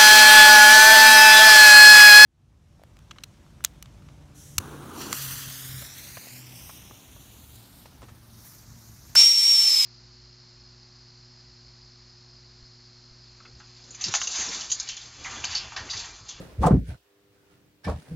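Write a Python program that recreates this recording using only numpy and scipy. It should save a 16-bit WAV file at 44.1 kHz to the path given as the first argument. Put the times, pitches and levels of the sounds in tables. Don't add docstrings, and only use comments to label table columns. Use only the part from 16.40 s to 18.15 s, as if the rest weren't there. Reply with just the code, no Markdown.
import sys
import numpy as np
from scipy import signal
from scipy.fft import rfft, irfft
from scipy.io import wavfile
from scipy.ndimage import uniform_filter1d

SR = 44100
rng = np.random.default_rng(int(sys.argv[2]) if len(sys.argv) > 2 else 0)


def decibels_to_gain(level_db):
    exponent = np.asarray(level_db, float) / 20
    return 10 ** exponent


def wav_out(sig):
    wavfile.write(sys.argv[1], SR, np.round(np.clip(np.atleast_2d(sig).T, -1, 1) * 32767).astype(np.int16))


N = 77175

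# frequency in Hz, likeness (0-1).
LIKENESS = [(100, 1), (300, 0.48), (700, 0.38), (3000, 0.04)]


def evened(x):
    return x / np.sqrt(np.mean(x ** 2) + 1e-20)


def read(points, hz):
    f, value = np.transpose(points)
    return np.interp(np.log(hz + 1), np.log(f + 1), value)


def swell(peak, db, rise, t60):
    t = np.arange(N) / SR - peak
    fall = decibels_to_gain(db - 60 * np.maximum(t, 0) / t60)
    return fall * np.clip(1 + t / rise, 0, 1) ** 2


def resonate(x, hz, width):
    turn = np.exp(2j * np.pi * hz * np.arange(x.shape[-1]) / SR)
    r = np.exp(-np.pi * width / SR)
    smooth = signal.lfilter([(1 - r) ** 2], [1, -2 * r, r * r], x / turn)
    return 2 * (turn * smooth).real


def decorrelate(left, other, hz):
    same = np.clip(read(LIKENESS, hz), 0, 1)[:, None]
    return same * left + np.sqrt(1 - same ** 2) * other


def noise(colour, patchy_db):
    frames, hz = N // 128 + 5, np.fft.rfftfreq(512, 1 / SR)
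    a, b, c, d, patches = rng.standard_normal((frames, 257, 5)).T
    patches = uniform_filter1d(patches, size=6, axis=0)
    patches = evened(uniform_filter1d(patches, size=10, axis=1))
    left = a + 1j * b
    z = np.array([left, decorrelate(left, c + 1j * d, hz)]) * decibels_to_gain(patchy_db * patches)
    x = signal.istft(z, nperseg=512, noverlap=384)[1][:, :N]
    gain = decibels_to_gain(read(colour, np.fft.rfftfreq(N, 1 / SR)))
    return evened(irfft(rfft(x) * gain, N))


def floor():
    # frequency in Hz, level in dB, share of the load drift.
    overtones = [(100, -73, .3), (300, -72, -.4), (399.5, -70, 1), (499, -77, 1.2)]
    # time in seconds, level in dB.
    load = [
        (0, 0),
        (.9, 0),
        (1.12, 1),
        (1.24, -5),
        (1.75, -5),
    ]
    # time in seconds, level in dB.
    rumble_level = [
        (0, -46),
        (.17, -53.5),
        (.55, -59),
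        (.62, -65),
        (.85, -70.5),
        (1.15, -64),
        (1.42, -68),
        (1.6, -59),
        (1.75, -50.5),
    ]
    # frequency in Hz, level in dB per Hz.
    rumble_colour = [(20, -22), (50, -3), (128, -1.5), (300, -8), (600, -15), (3000, -35.5)]
    hiss_colour = [(25, -34), (400, -16.5), (800, -22.5), (3000, -25.5), (8000, -34), (11500, -38),
                   (13500, -33.5), (15700, -31.5)]

    t = np.arange(N) / SR
    drift_db = np.interp(t, *np.transpose(load))
    hum = np.zeros(N)
    for hz, db, share in overtones:
        waver = evened(signal.resample(rng.standard_normal(14), N))
        level = decibels_to_gain(db + 0.8 * waver + share * drift_db)
        hum += np.sqrt(2) * level * np.sin(2 * np.pi * hz * t)
    rumble = decibels_to_gain(np.interp(t, *np.transpose(rumble_level))) * noise(rumble_colour, patchy_db=1)
    return hum + rumble + decibels_to_gain(-67) * noise(hiss_colour, patchy_db=1.0)


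def room(x):
    # frequency in Hz, t60 in seconds.
    decay = [(60, .22), (250, .2), (1000, .2), (8000, .12)]
    taps = np.zeros((2, SR // 2))
    at = np.arange(200, SR // 2 - 20, 20) + rng.integers(0, 20, (2, (SR // 2 - 201) // 20))
    np.put_along_axis(taps, at, rng.choice([-1., 1.], at.shape), 1)
    hz, t, z = signal.stft(taps, SR, nperseg=512)
    z = np.array([z[0], decorrelate(z[0], z[1], hz)])
    fall = decibels_to_gain(-60 * t / read(decay, hz)[:, None])
    tail = signal.istft(z * fall, SR, nperseg=512)[1]
    return signal.fftconvolve(x, tail / np.linalg.norm(tail[0]), axes=1)[:, :N]


def cloth():
    # peak in seconds, level in dB, rise in seconds, t60 in seconds, brightness (0-1).
    strokes = [(.02, -50.5, 0.09, 0.13, 0.3), (.05, -55, 0.14, 1.8, 0.2), (0.236, -37, 0.041, 0.15, 0.47),
               (0.268, -35, 0.016, 0.04, 0.8), (.3, -53, 0.0095, .35, .1), (.502, -49, 0.083, 0.22, 0.27),
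               (0.951, -69, 0.1, 1.11, .4), (1.13, -66, 0.15, 0.545, 0.36), (1.449, -44, 0.022, 0.35, 0.14),
               (1.488, -52, 0.016, 0.26, 0.6), (1.599, -58, 0.13, 1.3, 0.55),
               (1.679, -63, 0.055, 1.9, 0.01)]
    # peak in seconds, level in dB, rise in seconds, t60 in seconds, centre in Hz.
    whistles = [(.27, -51, .01, .1, 3700), (.27, -49, .008, .08, 7900), (.485, -61, .04, .12, 9500),
                (.475, -59, .015, .2, 1540), (.545, -59, .035, .1, 1480), (.98, -73, .07, .6, 1500),
                (1.11, -70, .05, .4, 1400), (1.45, -61, .012, .15, 10300), (1.445, -45, .012, .3, 1680),
                (1.445, -52, .008, .2, 5200), (1.49, -54, .01, .12, 2300), (1.63, -68, .05, .6, 9600)]
    # frequency in Hz, level in dB per Hz.
    dull_colour = [(300, -16.5), (600, -14.5), (1500, -14), (5600, -23.5), (7000, -31.5), (10500, -32.5),
                   (11400, -46), (13000, -40), (15700, -42)]
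    bright_colour = [(1000, -37), (1800, -7), (5000, -10), (10300, -12.5), (11600, -29), (15700, -21)]
    whistle_width, pan_db = 0.09, -2.5

    dull, bright = noise(dull_colour, patchy_db=1.2), noise(bright_colour, patchy_db=1.4)
    out = np.zeros((2, N))
    for *shape, share in strokes:
        out += swell(*shape) * (max(1 - share, 0) * dull + share * bright)
    flicker = evened(uniform_filter1d(rng.standard_normal(N), size=130))
    out *= decibels_to_gain(2.1 * flicker)
    for *shape, hz in whistles:
        whistle = resonate(rng.standard_normal((2, N)), hz, whistle_width * hz)
        out += swell(*shape) * evened(whistle)
    return out * decibels_to_gain(pan_db / 2 * np.array([[1], [-1]]))


def crunches():
    # peak in seconds, level in dB, rise in seconds, t60 in seconds, centre in Hz.
    clumps = [(.006, -42.5, 0.0083, 0.13, 490), (.04, -54, 0.067, 1, 521), (0.233, -29, .012, 0.054, 953),
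              (0.239, -20, 0.016, 0.13, 917), (0.234, -25, 0.032, 0.3, 447),
              (0.196, -46, 0.016, 0.12, 450.5), (0.256, -35, 0.02, 0.14, 1100),
              (.269, -20.5, 0.0056, 0.14, 783), (0.279, -25, 0.011, 0.17, 598.5),
              (0.315, -37.5, 0.023, 0.086, 1152), (0.328, -37, 0.04, 0.085, 633),
              (0.346, -26.5, 0.006, 0.056, 363), (.399, -63.5, 0.002, 0.019, 12200),
              (0.502, -55.5, 0.041, 0.29, 617), (0.511, -56.5, 0.029, 0.3, 318),
              (1.478, -32, 0.019, 0.18, 655), (1.481, -35, 0.0043, 0.11, 1020),
              (1.498, -28.5, 0.011, 0.033, 497), (1.497, -37.5, 0.031, 0.14, 940),
              (1.523, -35.5, 0.0071, 0.039, 606), (1.56, -54, 0.0058, 0.077, 530),
              (1.677, -55.5, 0.016, 0.13, 804), (1.721, -55, 0.069, 0.48, 450),
              (1.66, -61.5, .015, 0.27, 1780), (0.268, -38.5, .007, 0.054, 7406),
              (1.449, -50.5, .008, 0.33, 3800)]
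    snaps_per_s, width = 4000, 0.52
    out = np.zeros((2, N))
    for *shape, hz in clumps:
        snaps = rng.standard_normal(N) * (rng.random(N) < snaps_per_s / SR)
        snaps = evened(snaps) + 0.26 * rng.standard_normal((2, N))
        out += swell(*shape) * evened(resonate(snaps, hz, width * hz))
    return out


def pings():
    # peak in seconds, level in dB, rise in seconds, t60 in seconds, pitch in Hz.
    springs = [(.006, -39, 0.015, 0.063, 526), (.026, -44.5, 0.003, .06, 643),
               (.204, -41, 0.0066, 0.043, 503), (.223, -43, 0.0082, 0.053, 348),
               (.235, -17.5, 0.0028, 0.048, 1107), (.241, -12, 0.0034, 0.069, 871.5),
               (.247, -21, 0.0052, 0.042, 534), (.269, -18.5, 0.006, 0.03, 1230),
               (.271, -12, 0.0025, .05, 716), (.284, -20, 0.0072, 0.055, 472),
               (.316, -17.5, .004, 0.037, 331.5), (.338, -22, 0.0083, 0.044, 380),
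               (.492, -50.5, .006, 0.095, 609), (.503, -49.5, 0.014, 0.074, 1538),
               (.517, -47, .006, 0.063, 632), (1.449, -44.5, 0.009, 0.075, 838),
               (1.452, -37, 0.0085, 0.072, 1768), (1.455, -41, 0.01, 0.072, 2270),
               (1.472, -43, .006, .07, 2348), (1.47, -34.5, .008, 0.2, 478),
               (1.479, -29.5, 0.0061, 0.023, 1126), (1.489, -22.5, 0.003, 0.02, 484),
               (1.494, -31.5, 0.0074, .06, 810), (1.528, -41, 0.0075, 0.046, 702),
               (1.678, -52, .008, .06, 766), (1.72, -48.5, 0.018, 0.22, 493)]
    t = np.arange(N) / SR
    lead = 0.37 * np.array([[1], [-1]])
    out = np.zeros((2, N))
    for peak, db, rise, t60, hz in springs:
        out += swell(peak, db, rise, t60) * np.cos(2 * np.pi * hz * (t - peak) + lead)
    return out


def thuds():
    # start in seconds, level in dB, pitch in Hz, t60 in seconds.
    foam_pushes = [(0.06, -51, 65, .4), (0.12, -41, 65.5, 0.45), (0.179, -19.5, 72, 0.05),
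                   (0.187, -10.5, 66.6, 0.12), (0.215, -13, 53.1, 0.078), (0.249, -18, 61, 0.2),
                   (0.316, -13.5, 57.3, 0.68), (0.347, -21, 62.84, 0.34), (0.406, -20, 79, 0.068),
                   (0.484, -21, 89, 0.12), (0.507, -32, 65.2, 0.2), (1.461, -25.5, 82, 0.31),
                   (1.482, -18, 67, 0.14), (1.536, -23, 76.3, 0.15), (1.701, -38, 59, .4)]
    frame_knocks = [(.002, -24.5, 177, 0.032), (0.03, -39, 181, 0.098), (0.207, -22, 206.3, 0.14),
                    (0.237, -18, 170.3, 0.066), (0.254, -9, 158.5, 0.09), (0.267, -7, 194, 0.025),
                    (.308, -2, 204.6, 0.061), (0.324, -6, 138.3, 0.15), (0.34, -13, 254, 0.12),
                    (.355, -8, 120.7, 0.081), (0.369, -8, 176.4, 0.043), (0.426, -32.5, 169, 0.23),
                    (0.489, -39, 233.4, 0.11), (0.515, -31.5, 125.2, 0.13), (0.542, -49.5, 170.7, 0.079),
                    (1.454, -29.5, 135.8, 0.055), (1.468, -19.5, 189, 0.09), (1.518, -28.5, 202, 0.1),
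                    (1.549, -29.5, 144, 0.09), (1.584, -34, 153, 0.073), (1.685, -35.5, 147, 0.064),
                    (1.7, -38.5, 151, 0.33), (1.713, -29, 168.7, 0.67), (1.738, -29.5, 161, .3)]
    stirs = [
        (1.14, -59, 135, .3),
    ]
    rise_turns = 0.6
    partner, partner_db = 1.45, -13
    longest_ring_s = 0.35
    out = np.zeros(N)
    for start, db, hz, t60 in foam_pushes + frame_knocks + stirs:
        t = np.maximum(np.arange(N) / SR - start, 0)
        ring = np.sin(2 * np.pi * hz * t)
        ring += decibels_to_gain(partner_db) * np.sin(2 * np.pi * partner * hz * t)
        fall = decibels_to_gain(db - 60 * t / min(t60, longest_ring_s))
        out -= fall * np.minimum(t * hz / rise_turns, 1) * ring
    return out


def scene():
    sofa = thuds() + pings() + crunches() + cloth()
    return sofa + decibels_to_gain(-12) * room(sofa) + floor()


def roll_off(x):
    return signal.sosfilt(signal.butter(12, 15990, fs=SR, output="sos"), x)


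def record(dry):
    # shut in seconds, open in seconds, low edge in Hz, high edge in Hz, gain in dB.
    shut_bands = [
        (.37, .5, 800, 1400, -8),
        (.4, .51, 620, 1350, -12),
        (.425, .49, 10, 270, -8),
        (.555, .84, 0, 270, -17),
        (.56, .68, 270, 900, -8),
        (1.575, 1.71, 10, 120, -18),
        (.555, .65, 900, 2500, -8),
        (1.28, 1.43, 420, 1300, -3),
    ]
    shut_s, mic_low_hz = 0.02, 48
    hz, t, z = signal.stft(dry, SR, nperseg=1024, noverlap=896)
    cut_db = np.zeros((len(hz), len(t)))
    for shut, reopen, low_hz, high_hz, db in shut_bands:
        band = uniform_filter1d(1. * (hz >= low_hz) * (hz < high_hz), size=3)[:, None]
        closing = (t - shut) / shut_s
        reopening = 2 * (reopen - t) / (reopen - shut)
        cut_db += db * band * np.clip(np.minimum(closing, reopening), 0, 1)
    x = signal.istft(z * decibels_to_gain(cut_db), SR, nperseg=1024, noverlap=896)[1][:, :N]
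    x = signal.sosfilt(signal.butter(2, mic_low_hz, "high", fs=SR, output="sos"), x)
    return roll_off(x)


dry = scene()
out = record(dry)
wav_out(out)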